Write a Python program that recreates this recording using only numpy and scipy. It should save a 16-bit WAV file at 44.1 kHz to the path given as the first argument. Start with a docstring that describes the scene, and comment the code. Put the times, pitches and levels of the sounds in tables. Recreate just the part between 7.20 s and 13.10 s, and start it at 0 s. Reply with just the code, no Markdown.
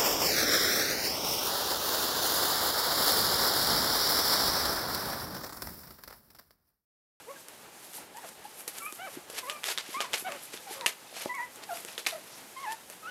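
"""Puppies squeak and whine while they tumble around a dog on a vinyl floor in a small room.
Each squeak is a few harmonics on a shaky pitch. Claws tick as short ringing modes, paws thud as
low swings that die fast, and fur and pads scuff as dense noisy grains. The dog sniffs once.
The room adds a short echo tail, and one microphone hisses under it all."""
import sys
import numpy as np
from scipy import signal
from scipy.fft import rfft, irfft
from scipy.io import wavfile
from scipy.ndimage import uniform_filter1d

SR = 44100
rng = np.random.default_rng(int(sys.argv[2]) if len(sys.argv) > 2 else 0)


def gain_from_db(level_db):
    """Turn a decibel level (scalar or array-like) into a linear amplitude factor."""
    decades = np.asarray(level_db, float) / 20
    return 10 ** decades


def file_out(sig):
    """Save sig as 16-bit WAV at sys.argv[1]."""
    # one column per channel
    cols = np.atleast_2d(sig).T
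    # limit, then scale
    lim = np.clip(cols, -1, 1)
    pcm = np.round(lim * 32767).astype(np.int16)
    wavfile.write(sys.argv[1], SR, pcm)


N = 260190  # samples, 5.9 s


def evened(x):
    """Scales to rms 1."""
    return x / np.sqrt(np.mean(x ** 2) + 1e-20)


def add(mix, start_s, sound):
    """Mixes a sound in at its start time."""
    part = mix[round(start_s * SR):][:len(sound)]
    part += sound[:len(part)]


def coloured(x, points):
    """Filters by a spectrum of (Hz, dB) points, joined on a log-frequency axis."""
    point_hz, point_db = np.transpose(points)
    hz = np.fft.rfftfreq(len(x), 1 / SR)
    gain_db = np.interp(np.log(hz + 1), np.log(point_hz + 1), point_db)
    return irfft(rfft(x) * gain_from_db(gain_db), len(x))


def wander(n, span):
    """Smooth random drift of rms about 1 that changes over span samples."""
    noise = rng.standard_normal(n + 2000)
    smooth = uniform_filter1d(uniform_filter1d(noise, span), span)
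    return evened(smooth)[1000:n + 1000]


def squeak(rows, overtones_db, rasp_db):
    """Tiny vocal folds: a few harmonics on a shaky pitch, fluttering in strength and hoarser toward the end."""
    # samples over which each curve rounds its corners: (pitch, level)
    pitch_ease, level_ease = (160, 300)
    jitter, flutter_db = 0.004, 1.8  # rms share of the pitch; rms dB
    start_s, pitch_hz, level_db = np.transpose(rows)
    t = np.arange(start_s[0], start_s[-1], 1 / SR)
    hz = uniform_filter1d(np.interp(t, start_s, pitch_hz), size=pitch_ease, mode="nearest")
    tone_db = uniform_filter1d(np.interp(t, start_s, level_db), size=level_ease, mode="nearest")
    phase = 2 * np.pi * np.cumsum(hz * (1 + jitter * wander(len(t), 120))) / SR
    progress = (t - start_s[0]) / (start_s[-1] - start_s[0])
    second_db, third_db, fourth_db = overtones_db
    fifth_db = fourth_db - 10
    voice = 0
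    for number, db in enumerate([0, second_db, third_db, fourth_db, fifth_db], start=1):
        flutter = gain_from_db(flutter_db * wander(len(t), 200))
        # rasp grows through the call and with the harmonic number
        rasp = gain_from_db(rasp_db) * number * 2 * progress * wander(len(t), 30)
        tone = np.sqrt(2) * gain_from_db(tone_db + db) * np.sin(number * phase)
        voice = voice + (flutter + rasp) * tone
    return start_s[0], voice * signal.windows.tukey(len(t), 0.15)


def puppies():
    """Every squeak at its time, each with its own overtones and hoarseness."""
    # course of each squeak, one list a squeak: start_s [s], pitch_hz [Hz], level_db of the lowest tone [dB rms]
    squeaks = [
        [(0.065, 398, -58), (0.075, 435.1, -55), (0.089, 493, -44.5), (0.101, 556, -45), (0.117, 562, -45.5),
         (0.129, 550, -68), (0.135, 544.9, -56)],
        [(0.94, 826, -57), (0.952, 825, -50.5), (0.988, 967, -44), (0.996, 976, -57), (1.022, 925, -55),
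         (1.046, 709, -41), (1.07, 520, -59)],
        [(1.24, 810, -81), (1.252, 824, -39.5), (1.26, 856, -40.5), (1.268, 833.3, -81)],
        [(1.615, 1136, -58), (1.623, 1142, -43.5), (1.649, 1155, -51), (1.663, 1192, -38), (1.677, 1286, -46),
         (1.709, 1196, -53), (1.72, 1204, -66)],
        [(1.785, 693, -50), (1.795, 678, -47), (1.819, 754, -43.5), (1.859, 779, -47), (1.865, 730, -46.5),
         (1.881, 571, -48.5), (1.895, 506, -41)],
        [(2.22, 526, -67), (2.234, 511.5, -49.5), (2.252, 479, -54), (2.296, 590.6, -44.5), (2.31, 615, -51),
         (2.364, 594, -50.5), (2.4, 577, -59)],
        [(2.735, 970, -55), (2.745, 1034, -37), (2.763, 1090, -34.5), (2.791, 1234, -39.5),
         (2.825, 1194, -42.5), (2.853, 975, -39.5), (2.87, 900, -63)],
        [(3.04, 730.0, -53), (3.052, 729, -38), (3.076, 772, -35), (3.102, 565.4, -43), (3.148, 583.5, -51),
         (3.152, 568, -48), (3.18, 507, -51)],
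        [(4.485, 890, -64), (4.493, 836, -38.5), (4.511, 695, -35.5), (4.535, 690, -34), (4.547, 747, -60),
         (4.559, 703, -43), (4.575, 680.5, -63)],
        [(4.92, 657, -48), (4.928, 689, -37.5), (4.946, 604, -47), (4.96, 670, -38.5), (4.966, 600, -54),
         (4.99, 592, -46)],
        [(5.355, 1080, -50), (5.375, 1048, -40), (5.421, 1125, -51), (5.441, 1062, -39), (5.471, 840, -37.5),
         (5.515, 896, -34.5), (5.58, 917, -81)],
        [(5.825, 1260, -48), (5.837, 1274, -52), (5.863, 1313, -40), (5.867, 1333, -49), (5.875, 1410, -37),
         (5.887, 1510, -46), (5.9, 1450, -35)],
        [(1.595, 1346, -61), (1.613, 1337, -43), (1.64, 1380, -58)],
        [(0.155, 1669, -76), (0.167, 1610, -43), (0.18, 1580, -73)],
        [(3.462, 847, -59), (3.475, 798, -45), (3.495, 746, -48.5), (3.51, 800, -45.5), (3.527, 970, -55)],
        [(3.59, 1206, -62), (3.61, 1050, -43), (3.63, 926, -44), (3.655, 958, -39)],
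        [(3.535, 612, -56), (3.56, 540, -53), (3.61, 546, -49), (3.655, 458, -58)],
        [(4.08, 1126, -56), (4.096, 982, -38.5), (4.128, 996, -40), (4.136, 973, -54), (4.144, 1110, -39),
         (4.156, 1117, -44), (4.19, 950, -40), (4.204, 953, -35), (4.23, 1002, -42), (4.286, 954, -62),
         (4.3, 1116, -62)],
    ]
    # strength of the overtones, one row a squeak, against the lowest tone:
    # second_db [dB], third_db [dB], fourth_db [dB]
    overtones = [(-4, -27, -13.5), (-10, -22, -26), (-18, -26, -30), (-0.5, -28, -36), (-1.5, -6, -9.5),
                 (4.5, -11, -5.5), (-9, -20, -35), (-7.5, -10.5, -15), (-9, -24, -25), (-12, -16, -26),
                 (-8.5, -17, -32), (-14.5, -24, -27), (-14, -30, -34), (-20, -30, -34), (-21, -28, -34),
                 (-15, -23, -32), (-2.5, -18, -26), (-0.5, -26, -28)]
    # hoarseness, one value a squeak: rasp_db of the lowest tone at mid-call, against that tone [dB]
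    hoarseness = [-20, -13, -24, -17, -26, -20, -15, -7, -18, -14, -19, -18, -22, -22, -22, -15, -6, -19]
    out = np.zeros(N)
    for rows, overtones_db, rasp_db in zip(squeaks, overtones, hoarseness):
        add(out, *squeak(rows, overtones_db, rasp_db))
    return out


def ring(hz, width_hz, t):
    """One damped mode starting with a pull; a wider mode dies faster."""
    return -np.exp(-np.pi * width_hz * t) * np.cos(2 * np.pi * hz * t)


def ticks():
    """Claws hit vinyl: each strikes a slightly different spot, so the modes shift."""
    # claw strikes: start_s [s], body_db peak [dB], edge_db peak of the bright edge [dB]
    strikes = [(0.2846, -38, -25), (0.7353, -35, -27), (0.9715, -37, -24), (1.0901, -40, -26),
               (1.4083, -35, -30), (1.4793, -24, -16), (1.5846, -29, -18), (1.7251, -34, -18),
               (2.1004, -37, -29), (2.2982, -16, -18), (2.3022, -25, -19), (2.4351, -24, -27),
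               (2.4413, -15, -16), (2.5766, -14, -20), (2.5837, -15, -18), (2.8053, -13, -18),
               (2.9334, -15, -17), (2.9392, -13, -17), (3.1216, -23, -23), (3.34, -33, -30),
               (3.3748, -28, -32), (3.6108, -22, -26), (3.6617, -7, -9), (3.6656, -9, -9),
               (4.1509, -37, -23), (4.3598, -47, -25), (4.4357, -34, -35), (4.5723, -27, -30),
               (4.6495, -30, -18), (4.6867, -29, -30), (4.7792, -18, -30), (4.7824, -25, -25),
               (4.8533, -31, -37), (4.8643, -13, -19), (4.8676, -11, -17), (4.9102, -26, -32),
               (5.5222, -29, -19), (5.7, -34, -22)]
    # ringing modes of claw and vinyl: mode_hz before the shift [Hz], width_hz [Hz], relative_db [dB]
    modes = [(1900, 390, 5), (3000, 470, 15), (5050, 730, 2)]
    detune = 0.19  # typical shift of a mode, as a share of its pitch
    contact_s = 0.00004
    out, t = np.zeros(N), np.arange(300) / SR
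    contact = np.exp(-(t[:12] / contact_s - 2) ** 2)  # the blow is brief but not instant
    contact /= contact.sum()
    edge = ring(7600, 3600, t)
    for start_s, body_db, edge_db in strikes:
        body = np.zeros(len(t))
        for mode_hz, width_hz, relative_db in modes:
            shifted_hz = mode_hz * (1 + detune * rng.standard_normal())
            body += gain_from_db(relative_db) * ring(shifted_hz, width_hz, t)
        body = np.convolve(body, contact)[:len(t)]
        body /= abs(body).max()
        add(out, start_s, gain_from_db(body_db) * body + gain_from_db(edge_db) * edge)
    return out


def thuds():
    """A soft pad or elbow pushes the floor: a low swing that dies within a few cycles."""
    # landings: start_s [s], level_db before the soft start and decay [dB], thud_hz [Hz],
    # cycles for the decay to reach 1/e [cycles]
    landings = [(.286, -33, 500, 0.8), (.784, -31, 860, 1.8), (1.478, -30, 490, 1.1),
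                (1.726, -29.5, 340, 0.66), (1.971, -23, 317, 1.15), (2.0991, -17.5, 510, 0.46),
                (2.134, -31.5, 504, 1.1), (2.689, -28.5, 302, 0.83), (2.766, -34.5, 281, 1.6),
                (2.804, -15.5, 610, 0.76), (3.024, -28, 368, 0.68), (3.34, -25, 340, 0.7),
                (3.509, -27, 385, 0.89), (3.926, -28, 626, 1), (3.966, -22, 710, 0.9),
                (4.0588, 4, 520, 0.2), (4.0622, -7.5, 560, 0.35), (4.371, -37, 463, 1.5),
                (4.648, -28, 423, 0.77), (4.78, -25, 490, 1.05), (5.701, -37, 577, 1.9)]
    rise_s = 0.0015
    out, t = np.zeros(N), np.arange(1500) / SR
    for start_s, level_db, thud_hz, cycles in landings:
        decay = np.exp(-t * thud_hz / cycles)
        soft_start = 1 - np.exp(-t / rise_s)
        swing = np.sin(2 * np.pi * thud_hz * t) * decay * soft_start
        add(out, start_s, gain_from_db(level_db) * swing)
    return out


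def scuffs():
    """Pads or fur slide in dense stick-slip grains of uneven size; a low grit and a high hiss share them."""
    # slides: peak_s [s], swell_s [s], fade_s [s], grit_db at the peak [dB rms], hiss_db at the peak [dB rms]
    slides = [(0.285, 0.0036, 0.018, -48, -43), (.53, 0.052, 0.049, -65, -80),
              (.646, 0.041, 0.087, -53, -49.5), (0.761, 0.049, 0.052, -45, -40),
              (.968, 0.01, 0.042, -59, -58), (1.09, 0.2, 0.019, -53.5, -50.5),
              (1.252, 0.058, 0.16, -53, -53.5), (1.401, 0.049, 0.039, -55, -43.5),
              (1.478, 0.0017, 0.026, -39, -32.5), (1.583, 0.12, 0.037, -47, -51),
              (1.66, 0.21, 0.076, -77, -45.5), (1.76, 0.13, 0.054, -53.5, -48.5),
              (1.945, 0.15, 0.05, -50, -47), (2.1, 0.0027, .015, -46, -42),
              (2.189, 0.072, 0.027, -34.5, -38.5), (2.25, 0.041, 0.28, -51.5, -48),
              (2.298, 0.0037, 0.054, -42, -66), (2.456, 0.018, 0.091, -37.5, -38.5),
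              (2.517, 0.076, 0.03, -34.5, -40), (2.583, 0.0033, 0.043, -32, -50),
              (2.69, 0.087, 0.055, -52.5, -60), (2.744, 0.12, 0.11, -43, -48),
              (2.81, 0.0027, 0.059, -32, -44), (2.942, 0.016, 0.067, -30, -40),
              (3.0, 0.033, 0.047, -58, -37), (3.09, 0.04, 0.9, -49.5, -53.5),
              (3.236, 0.015, 0.034, -77, -42.5), (3.336, 0.01, 0.065, -43.5, -50),
              (3.53, 0.056, 0.078, -41, -44), (3.665, 0.0037, 0.0063, -22, -25),
              (3.678, 0.0089, 0.049, -33.5, -36.5), (3.962, 0.027, .1, -50.5, -87),
              (4.025, 0.14, 0.092, -40, -45), (4.438, 0.014, 0.014, -42.5, -55),
              (4.57, 0.13, 0.16, -48, -45), (4.7, 0.052, 0.12, -49.5, -54.5),
              (4.782, 0.002, 0.063, -41.5, -47.5), (4.87, 0.0051, 0.02, -27, -35),
              (4.892, 0.028, 0.097, -41.5, -43), (5.2, 0.6, 0.051, -61, -58), (5.46, 0.6, 0.33, -52, -55.5),
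              (5.528, 0.023, 0.017, -44, -43.5), (5.699, 0.0027, 0.16, -57, -52)]
    # spectrum of the low grit: tone_hz [Hz], relative_db [dB]
    grit_tone = [(150, -37), (400, -1), (1000, -3), (2500, 0.5), (5000, -2), (8000, -9.5), (16000, -56)]
    # spectrum of the high hiss: tone_hz [Hz], relative_db [dB]
    hiss_tone = [(2000, -47), (5000, -15.5), (8000, -2.5), (11500, 6.5), (14000, -6.5), (16000, -7)]
    grains_per_s, spread_db, judder_db = 20000, 1.5, 2.0
    slide_db = 20  # the level change over one swell or one fade
    hit = rng.random(N) < grains_per_s / SR
    size = gain_from_db(spread_db * np.minimum(rng.exponential(1, N), 4))
    grains = hit * rng.standard_normal(N) * size
    # the slide catches and lets go
    grit = evened(coloured(grains * gain_from_db(judder_db * wander(N, 300)), grit_tone))
    hiss = evened(coloured(grains * gain_from_db(judder_db * wander(N, 300)), hiss_tone))
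    t, out = np.arange(N) / SR, np.zeros(N)
    for peak_s, swell_s, fade_s, grit_db, hiss_db in slides:
        first = max(round((peak_s - 2 * swell_s) * SR), 0)
        near = slice(first, round((peak_s + 2 * fade_s) * SR))
        away = np.maximum((peak_s - t[near]) / swell_s, (t[near] - peak_s) / fade_s)
        rub = gain_from_db(grit_db) * grit[near] + gain_from_db(hiss_db) * hiss[near]
        out[near] += gain_from_db(-slide_db * away) * rub
    return out


def sniff():
    """The dog draws one soft breath through its nose: coloured noise that swells and fades."""
    # spectrum of the nose noise: tone_hz [Hz], relative_db [dB]
    nose_tone = [(2500, -30), (4200, -6), (5500, 0), (7000, -6), (10000, -30)]
    start_s, length_s, level_db = 5.07, 0.15, -53  # level before the swell and fade
    out, n = np.zeros(N), round(length_s * SR)
    breath = evened(coloured(rng.standard_normal(SR // 2), nose_tone))[:n]
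    add(out, start_s, gain_from_db(level_db) * breath * np.hanning(n))
    return out


def room(x):
    """Room echoes as sparse taps of random sign, each band dying at its own speed."""
    # echo decay by pitch: band_hz [Hz], t60_s, the time to fall by 60 dB [s]
    decay = [(300, 0.14), (1000, 0.24), (3000, 0.19), (10000, 0.067)]
    taps = np.zeros(SR // 2)
    at = np.arange(120, SR // 2 - 20, 20)
    taps[at + rng.integers(0, 20, len(at))] = rng.choice([-1., 1.], len(at))
    hz, t, bands = signal.stft(taps, SR, nperseg=128)
    band_hz, t60_s = np.transpose(decay)
    fall_db = -60 * t / np.interp(hz, band_hz, t60_s)[:, None]
    tail = signal.istft(bands * gain_from_db(fall_db), SR, nperseg=128)[1]
    return signal.fftconvolve(x, tail / np.linalg.norm(tail))[:N]


def air():
    """Room air and microphone hiss: steady coloured noise whose low and high parts waver apart."""
    # spectrum of the hush: tone_hz [Hz], relative_db [dB per Hz]
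    hush_tone = [(15, -44), (25, -67), (43, -16), (190, -1), (575, 1), (695, -0.5), (840, 2.5), (1040, -2),
                 (1260, -2.5), (5140, -9.5), (11600, -9.5), (14800, -16), (16000, -35)]
    level_db, swell_db, split_hz = -51.5, 1.66, 4000  # rms level before the waver; rms waver
    hush = evened(coloured(rng.standard_normal(N), hush_tone))
    low = signal.sosfiltfilt(signal.butter(2, split_hz, fs=SR, output="sos"), hush)
    high = hush - low
    wavering = gain_from_db(swell_db * wander(N, 2000)) * low + gain_from_db(swell_db * wander(N, 2000)) * high
    return gain_from_db(level_db) * wavering


def microphone(x):
    """The small capsule loses both ends of the spectrum."""
    low_cut = signal.butter(2, 185, "high", fs=SR, output="sos")
    high_cut = signal.butter(6, 14300, fs=SR, output="sos")
    return signal.sosfilt(np.vstack([low_cut, high_cut]), x)


def scene():
    """Voices and floor sounds, each with its share of the room, then the sniff and the hiss."""
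    pups, hits, pads, rubs = puppies(), ticks(), thuds(), scuffs()
    to_room = gain_from_db(-12) * pups + gain_from_db(-13.0) * hits + gain_from_db(-11.5) * pads + gain_from_db(-16.5) * rubs
    mono = microphone(pups + hits + pads + rubs + sniff() + room(to_room)) + air()
    return np.array([mono, mono])


def top_cut(x):
    """Nothing passes above the cut-off."""
    return signal.sosfilt(signal.butter(12, 16830, fs=SR, output="sos"), x)


def record(dry):
    """Delivers the one microphone's sound on both channels."""
    return top_cut(dry)


dry = scene()
out = record(dry)
file_out(out)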